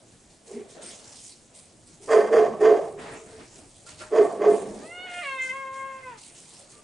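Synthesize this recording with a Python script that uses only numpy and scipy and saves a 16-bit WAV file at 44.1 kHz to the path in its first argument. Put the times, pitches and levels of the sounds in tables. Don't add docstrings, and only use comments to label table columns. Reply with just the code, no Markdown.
import sys
import numpy as np
from scipy import signal
from scipy.fft import rfft, irfft, next_fast_len
from scipy.io import wavfile
from scipy.ndimage import uniform_filter1d

SR = 44100
rng = np.random.default_rng(int(sys.argv[2]) if len(sys.argv) > 2 else 0)


def materialize(psi):
    bounded = np.clip(np.atleast_2d(psi).T, -1, 1)
    quanta = np.round(bounded * 32767).astype(np.int16)
    wavfile.write(sys.argv[1], SR, quanta)


def natural_amplitude(level_db):
    exponent = np.asarray(level_db, float) / 20
    return 10 ** exponent


N = 301203

# t/s, depth/dB, half-width/s
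CATCHES = [(2.183, 8, 0.0042), (2.206, 7, 0.0012), (2.362, 21, 0.0037), (2.645, 5, 0.0022),
           (2.707, 21, 0.0034), (4.146, 22, 0.0031), (4.168, 18, 0.01), (4.24, 12, 0.0042),
           (4.44, 20, 0.012), (4.53, 22, 0.0063)]
# f/Hz, width/Hz, level/dB
MOUTH = [(509, 30, -1), (574, 20, -0.5), (631.3, 15, 0), (685.5, 18, 0.5), (780, 50, -3), (930, 40, -11)]
RASP = [(1035, 30, 2.5), (1130, 45, 4), (1310, 60, -7), (950, 170, -8), (1750, 450, -6)]
CHEST = [(245, 46, -7), (293, 31, -0.5), (367.4, 15, 4.5)]
# f/Hz, width/Hz, level/dB
EDGE = [(1530, 110, 9), (1830, 40, 8.5), (2056, 27, 6), (2515, 100, 0.5), (2650, 260, -4), (3240, 64, -3.5),
        (3430, 49, -9), (4710, 76, -1), (5090, 350, -4.5), (6750, 640, -2.5)]


def puppy():
    hz, whistle_hz, (throat_db, mouth_db, rasp_db, chest_db) = bark_controls()
    phase = wavering(hz, jitter=0.0258, rate=38.9)
    voiced = np.clip((throat_db + 35.5) / 14, .1, 1)

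    tone = np.sqrt(2) * np.sin(phase) * natural_amplitude(1.04 * drift(26))
    hoarse = resonate(rng.standard_normal(N), [(378.0, 96.5, -4.5), (424.8, 58, 0), (468.0, 33.4, -7.5)])
    throat = 0.83 * voiced * tone + (.95 - 0.59 * voiced) * hoarse
    voice = natural_amplitude(throat_db - 1.0 - dips_db(CATCHES)) * throat

    puffs = (1 + .6 * np.cos(phase)) * natural_amplitude(2 * drift(90))
    air = rng.standard_normal((3, N)) * puffs
    whistle_flutter_db = np.clip(4.0 * drift(25), -20, 4)
    whistle = np.sqrt(2) * np.sin(wavering(whistle_hz, jitter=.02, rate=40)) * natural_amplitude(whistle_flutter_db)
    voice = voice + natural_amplitude(mouth_db - 1.5) * (resonate(air[0], MOUTH) + 0.75 * voiced * whistle)

    edge_db = .5 * (rasp_db + 27.5) - 2.0 + 1.7 * drift(26)
    rasp = resonate(air[1], RASP) + natural_amplitude(edge_db) * resonate(air[0], EDGE)
    rasp = signal.lfilter(*signal.iirnotch(4100, 3.0, SR), rasp)
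    voice = voice + natural_amplitude(rasp_db - 2.3) * rasp
    voice = voice + voiced * natural_amplitude(chest_db + 2.5) * resonate(air[2], CHEST)
    return signal.sosfilt(signal.butter(4, 230, "high", fs=SR, output="sos"), voice)


# start t/s, held for/s, throat level/dB, throat f/Hz, mouth opening/dB
BARKS = [
    (.465, 0.17, -37, 399.6, -10.5),
    (2.074, .13, -12.5, 424, 1.5),
    (2.294, 0.14, -12, 431.3, -2),
    (2.586, 0.15, -11, 427.3, -4.5),
    (4.106, 0.12, -11, 427.7, -5.5),
    (4.378, 0.15, -12, 413.2, -7),
]
# level over throat/dB, share of opening, attack/s, share of hold, release/s for 20 dB
THROAT_LAW = (0.17, 0.01, 0.062, 0.93, 0.067)
MOUTH_LAW = (-9.5, 0.51, 0.06, 0.93, 0.2081)
RASP_LAW = (-14, 1.07, 0.05, 0.6138, 0.2139)
CHEST_LAW = (-23.5, -0.23, .03, 1.04, 0.82)
LINGER_DB = (-17.5, -43, -16, -18)


def bark_controls():
    start, held, db, pitch_hz, opening_db = np.transpose(BARKS)
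    t = np.arange(N) / SR
    latest = np.clip(np.searchsorted(start, t) - 1, 0, None)
    since = t - start[latest]
    overshoot = 0.0501 * np.exp(-((since - 0.051) / .025) ** 2)
    hz = pitch_hz[latest] * (1 + overshoot)
    start_hz, end_hz, rise_s = 589.6, 682, .11
    whistle_hz = start_hz + (end_hz - start_hz) * np.clip(since / rise_s, 0, 1) ** 2
    levels = []
    for law, linger_db in zip((THROAT_LAW, MOUTH_LAW, RASP_LAW, CHEST_LAW), LINGER_DB):
        over_db, share, attack_s, hold, release_s = law
        part_db = db + over_db + share * opening_db
        bark_db = bursts_db(start, hold * held, part_db, attack_s, release_s)
        tail_db = bursts_db(start, held, part_db + linger_db, attack_s, release_s=0.37)
        levels.append(np.maximum(bark_db, tail_db))
    return hz, whistle_hz, levels


# t/s, f/Hz, level/dB, brightness/dB per octave
BLEAT_HIGH = [(4.805, 563, -62, -5), (4.83, 603, -51, -13), (4.87, 655.4, -46.5, -6.5),
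              (4.93, 706, -49, -0.5), (5.004, 725, -45.5, 3), (5.04, 738, -46, 2), (5.126, 706, -41.5, -4),
              (5.2, 712, -36, -1.5), (5.235, 681, -41.5, -13)]
BLEAT_LOW = [(5.226, 630.6, -44, 0), (5.245, 566, -39, -2.5), (5.29, 542, -37.5, 1),
             (5.415, 519.5, -39.5, -2), (5.515, 518, -37.5, -3), (5.55, 541, -37.5, -6),
             (5.67, 533, -40.5, -9), (5.85, 536.5, -39, -8.5), (5.99, 528, -43.5, -10)]
BLEAT_END = [(6.022, 523.3, -44.5, -20), (6.056, 517, -36.5, -18.5), (6.095, 499, -41.5, -14.5),
             (6.147, 447, -48.5, -15), (6.185, 417, -57.5, -19)]
# start t/s, end t/s, breath level/dB, half-pitch share
BREAKS = [
    (5.06, 5.155, -50, .5),
    (5.13, 5.222, -58, .4),
    (5.222, 5.265, -43, .2),
    (6.07, 6.17, -59, 0),
]
# t/s, depth/dB, half-width/s
WOBBLES = [(5.376, 7, .005), (5.484, 15, .006), (5.524, 14, .005), (5.545, 10, .006)]
# f/Hz, level/dB
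GOAT_MOUTH = [(520, -9.5), (720, -2), (1070, 0.2), (1570, -2.5), (2150, 0.4), (2900, -3), (3450, -16),
              (4300, -19.5)]
# f/Hz, half-width/Hz, level/dB
GOAT_NOSE = [(1037.4, 11, -15), (1336, 52, -18), (1620, 22, -4), (2083, 19.5, 11.5), (2680, 20, -10.5)]


def bleat(rows):
    gate, (hz, effort_db, bright_db) = in_time(rows, fade_s=0.018)
    phase = wavering(uniform_filter1d(hz, size=200), jitter=0.00364, rate=30.3)
    half = sum(share * window(start, end, 0.012) for start, end, db, share in BREAKS)
    skipped = half * natural_amplitude(3.8 * drift(30)) * np.cos(phase / 2)
    wobble_db = dips_db(WOBBLES)
    voice, on = np.zeros(N), gate > 0
    for k in range(8):
        partial_hz = (k + 1) * hz[on]
        mouth_db = at_hz(GOAT_MOUTH, partial_hz)
        mouth_db = mouth_db - np.clip(partial_hz - 4500, 0, None) / 30
        nose_db = sum(db * np.exp(-((partial_hz - at) / width) ** 2) for at, width, db in GOAT_NOSE)
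        tilt_db = bright_db[on] * np.log2(np.maximum(partial_hz / 1070, 1))
        flutter_db = (.6 + .5 * k) * drift(22)
        level_db = (effort_db - wobble_db * (k >= 3))[on] + tilt_db + mouth_db + nose_db + 2.5
        level = natural_amplitude(uniform_filter1d(level_db, size=400) + flutter_db[on])
        level = level * (1 + skipped[on] * (k >= 2))
        voice[on] += level * np.sin((k + 1) * phase[on] + k * k)
    return gate * voice


# f/Hz, width/Hz, level/dB
BREATH = [(1730, 410, -5), (2520, 1700, 7), (2780, 2200, 6.5)]


def goat_breath():
    effort = sum(natural_amplitude(db) * window(start, end, 0.0058) for start, end, db, share in BREAKS)
    air = resonate(resonate(rng.standard_normal(N), BREATH), [(2220, 2000, 0)])
    return effort * natural_amplitude(drift(60.7)) * air


# t/s, level/dB
CLINKS = [
    (.82, -51),
    (3.865, -45.5),
    (4.008, -38),
    (4.03, -66),
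]
# f/Hz, level/dB, time to fall 60 dB/s
LATCH = [(617, -9, 1), (1385, -3, 0.25), (972, -19.5, 0.2), (2680, -16, 0.06), (4500, -10.5, 0.11),
         (5330, -13, 0.075)]


def gate_metal():
    at, out = [round(s * SR) for s, db in CLINKS], np.zeros(N)
    for hz, level_db, t60 in LATCH:
        clicks = np.zeros(N)
        clicks[at] = natural_amplitude(np.array(CLINKS)[:, 1] + level_db + rng.normal(0, 1.3, len(at)))
        out += ring(clicks, hz, t60)
    return signal.sosfilt(signal.butter(2, 7000, fs=SR, output="sos"), out)


# start t/s, end t/s, f/Hz, width/Hz, level/dB
MURMURS = [(0.522, .63, 235, 32, -40.5), (0.756, .81, 610, 39, -52), (2.0, 2.07, 405, 60, -52.5),
           (2.187, 2.602, 218, 27, -44), (2.36, 3.14, 160, 23, -56), (2.748, 3.439, 438.6, 19, -51),
           (2.95, 3.398, 655, 47, -58), (3.994, 4.41, 1330, 27, -72), (4.327, 4.8, 205.7, 16, -44),
           (4.7, 5.2, 513, 260, -51.5), (0.817, 0.902, 8650, 100, -47), (.524, .64, 2170, 440, -60),
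           (6.73, 6.86, 1183, 26, -64)]


def murmurs():
    out = np.zeros(N)
    for start, end, hz, width, db in MURMURS:
        swell = window(start, end, 0.0091)
        on = swell > 0
        narrow = resonate(rng.standard_normal(SR), [(hz, width, 0)])
        narrow = resonate(narrow, [(hz, 2 * width, 0)])
        out[on] += natural_amplitude(db) * swell[on] * narrow[SR - np.sum(on):]
    return out


# start t/s, held for/s, level/dB
STRAW = [(.085, .06, -61), (.28, 0.028, -57.5), (.45, 0.11, -53), (.675, 0.057, -51.5),
         (0.806, 0.11, -42.5), (.97, 0.35, -47.5), (1.533, 0.023, -47), (1.71, .03, -68), (1.85, 0.1, -55),
         (2.004, 0.066, -48.5), (2.09, 0.044, -42), (2.3, 0.1, -50.5), (2.59, 0.083, -50),
         (2.975, 0.64, -54), (2.74, 0.18, -58), (3.535, 0.049, -50), (3.63, .2, -57), (3.849, 0.06, -45.5),
         (3.968, 0.033, -44), (4.129, 0.2, -52), (4.46, 0.16, -47), (4.62, 0.25, -51), (4.95, 0.11, -62),
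         (5.08, 0.37, -52.5), (5.4, 0.074, -47), (5.719, 0.045, -53.5), (6.01, 0.039, -56),
         (6.164, 0.11, -47.5), (6.33, 0.28, -50), (6.682, 0.045, -51.5)]
# f/Hz, level/dB per Hz
STRAW_COLOUR = [(1350, -45), (2300, -9.5), (2570, -6.5), (2930, -11.5), (3170, -10), (5840, -5), (8720, -2),
                (10500, -6), (11000, -31), (14400, -50.5), (22000, -120)]


def straw_crackle():
    level_db = bursts_db(*np.transpose(STRAW), attack_s=0.022, release_s=0.19)
    level_db = np.maximum(-64.5, level_db)
    straw = natural_amplitude(level_db - 0.8) * banded(STRAW_COLOUR, patchy_db=2.5, grain_db=-2.0, per_octave=3)
    return straw * natural_amplitude([[-.6], [.6]])


# start t/s, held for/s, shuffle level/dB, thud level/dB
SHUFFLE = [(.42, .3, -63, -61), (0.726, 0.21, -55, -52.5), (.9, 0.24, -58.5, -59), (1.55, 0.051, -63, -70),
           (1.99, .9, -61.5, -56.5), (2.964, 0.2, -45, -49), (3.22, 0.18, -56.5, -56),
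           (3.358, 0.059, -50, -49), (3.47, 0.18, -62, -58), (3.85, 0.072, -52.5, -59),
           (3.978, 0.04, -42.5, -53.5), (4.08, 0.754, -58, -48.5), (4.95, 1.236, -56.5, -62.5),
           (6.22, .7, -62.5, -63.5)]
# f/Hz, level/dB per Hz
SHUFFLE_COLOUR = [(470, -21), (800, -6.5), (1030, 17), (1480, -8), (1840, 10.5), (2740, -5), (4000, -7.5),
                  (5200, -16), (8800, -120)]
THUD_COLOUR = [(88, -32.5), (150, -10), (281, 2), (459, -5), (592, -3), (846, -13), (1000, -28),
               (1300, -46.5), (2200, -120)]


def shuffling():
    start, held, rub_db, tread_db = np.transpose(SHUFFLE)
    attack_s, release_s = 0.042, 0.11
    rub_db = np.maximum(-69, bursts_db(start, held, rub_db, attack_s, release_s))
    thud_db = np.maximum(-66, bursts_db(start, held, tread_db, attack_s, release_s))
    rub = natural_amplitude(rub_db + 0.2) * banded(SHUFFLE_COLOUR, patchy_db=2.0, grain_db=0.5)
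    thuds = natural_amplitude(thud_db + 4.5) * banded(THUD_COLOUR, patchy_db=3.5, grain_db=-0.7)
    return rub + thuds


# t/s, swell/dB, half-width/s
GUSTS = [
    (.6, 7.5, 0.037),
    (2.65, 5.5, 0.95),
    (3.33, 2, .12),
    (4.1, 4, .3),
    (4.72, 9, 0.11),
]
# f/Hz, level/dB per Hz
RUMBLE = [(12, -43.5), (20, -2.5), (54, -7.5), (124, 0), (200, -7.5), (260, -18.5), (440, -120)]
HISS = [(120, -37.5), (200, 10.5), (253, -1.5), (658, -4), (1520, -16.5), (6020, -13), (8000, -5.5),
        (11000, -19), (14300, -50), (22000, -120)]


def barn_air():
    rumble = natural_amplitude(-59 - 3.0 + dips_db(GUSTS)) * banded(RUMBLE, patchy_db=3.0, grain_db=3.0)
    hiss = natural_amplitude(-57 - 2.0) * banded(HISS, patchy_db=2.0, grain_db=0.5)
    return rumble + hiss


def barn(x):
    t60_s, wall_cut_hz = 0.27, 9000
    size = next_fast_len(N + SR)
    hz, spectrum = np.arange(size // 2 + 1) * SR / size, rfft(x, size)
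    dull, out = 1 / (1 + 1j * hz / wall_cut_hz), np.zeros((2, size // 2 + 1), complex)
    for k, lag in enumerate(rng.uniform(.012, .04, 16)):
        loop = natural_amplitude(-60 * lag / t60_s) * dull * np.exp(-2j * np.pi * hz * lag)
        out[k % 2] += loop / (1 - loop) * (-1) ** (k // 2)
    return irfft(out * spectrum, size)[:, :N]


# f/Hz, likeness 0 to 1
LIKENESS = [(60, 0.96), (170, 0.96), (480, 0.8), (1340, 0.48), (3760, 0.76), (10600, 0.86)]


def banded(spectrum, patchy_db, grain_db, per_octave=2):
    low_hz, high_hz = spectrum[1][0] * .7, min(spectrum[-2][0], 12000)
    edges = np.geomspace(low_hz, high_hz, int(per_octave * np.log2(high_hz / low_hz)) + 2)
    white = rng.standard_normal((2, 2, N)) * natural_amplitude(grain_db * drift(210))
    out = 0
    for k, (low, high) in enumerate(zip(edges, edges[1:])):
        band = signal.butter(2, [low, high], "band", fs=SR, output="sos")
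        mid, side = signal.sosfilt(band, white[k % 2])
        hz = np.sqrt(low * high)
        alike = np.clip(at_hz(LIKENESS, hz) - .03, 0, 1)
        gain = natural_amplitude(at_hz(spectrum, hz) + patchy_db * drift(8.5))
        out = out + gain * (np.sqrt(1 + alike) * mid + np.sqrt(1 - alike) * side * [[1], [-1]])
    return rms_one(out)


def resonate(x, peaks):
    out = 0
    for k, (hz, width, level_db) in enumerate(peaks):
        r = np.exp(-np.pi * width / SR)
        poles = [1, -2 * r * np.cos(2 * np.pi * hz / SR), r * r]
        peak = signal.lfilter([1 - r * r, 0, r * r - 1], poles, x)
        out = out + (-1) ** k * natural_amplitude(level_db) / np.sqrt(width) * peak
    return rms_one(out)


def ring(x, hz, t60):
    r, w = natural_amplitude(-60 / (t60 * SR)), 2 * np.pi * hz / SR
    return signal.lfilter([0, np.sin(w)], [1, -2 * r * np.cos(w), r * r], x + 1e-18)


def wavering(hz, jitter, rate):
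    return 2 * np.pi * np.cumsum(hz * (1 + jitter * drift(rate))) / SR


def drift(rate):
    r = np.exp(-80 * np.pi * rate / SR)
    slow = signal.lfilter([1], [1, -2 * r, r * r], rng.standard_normal(N // 40 + 2002))[2000:]
    return np.interp(np.arange(N) / 40, np.arange(len(slow)), rms_one(slow))


def bursts_db(start, held, db, attack_s, release_s):
    since = np.arange(0, N + 32, 32)[:, None] / SR - start
    rise_db = 24 * np.log10(np.clip(since / attack_s, 1e-5, 1))
    fall_db = 20 * np.clip(since - held, 0, None) / release_s
    loudest = np.max(db + rise_db - fall_db, axis=1)
    return np.interp(np.arange(N) / 32, np.arange(len(loudest)), loudest)


def dips_db(table):
    t = np.arange(N) / SR
    return sum(depth_db * np.exp(-((t - s) / width) ** 2) for s, depth_db, width in table)


def window(start, end, fade_s):
    t = np.arange(N) / SR
    return np.clip(np.minimum(t - start, end - t) / fade_s, 0, 1)


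def in_time(rows, fade_s):
    t, (s, *columns) = np.arange(N) / SR, np.transpose(rows)
    gate = np.clip(np.minimum(t - s[0], s[-1] - t) / fade_s + 1, 0, 1)
    return gate, [np.interp(t, s, c) for c in columns]


def at_hz(points, hz):
    point_hz, value = np.transpose(points)
    return np.interp(np.log(hz), np.log(point_hz), value)


def rms_one(x):
    return x / np.sqrt(np.mean(x ** 2) + 1e-20)


def scene():
    dog = puppy()
    goat = bleat(BLEAT_HIGH) + bleat(BLEAT_LOW + BLEAT_END) + goat_breath()
    small = gate_metal() + murmurs()
    direct = dog * natural_amplitude([[-1.2], [1.2]]) + goat * natural_amplitude([[-.9], [.9]]) + small * natural_amplitude([[.4], [-.4]])
    echoes = barn(natural_amplitude(-20) * (dog + small) + natural_amplitude(-13) * goat)
    return direct + echoes + straw_crackle() + shuffling() + barn_air()


def top_cut(x):
    return signal.sosfilt(signal.butter(12, 11190, fs=SR, output="sos"), x)


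def record(dry):
    rounded = 0.83 * np.tanh(dry / 0.79)
    mix = signal.sosfilt(signal.ellip(10, 1, 60, 11060, fs=SR, output="sos"), rounded)
    return top_cut(mix)


dry = scene()
out = record(dry)
materialize(out)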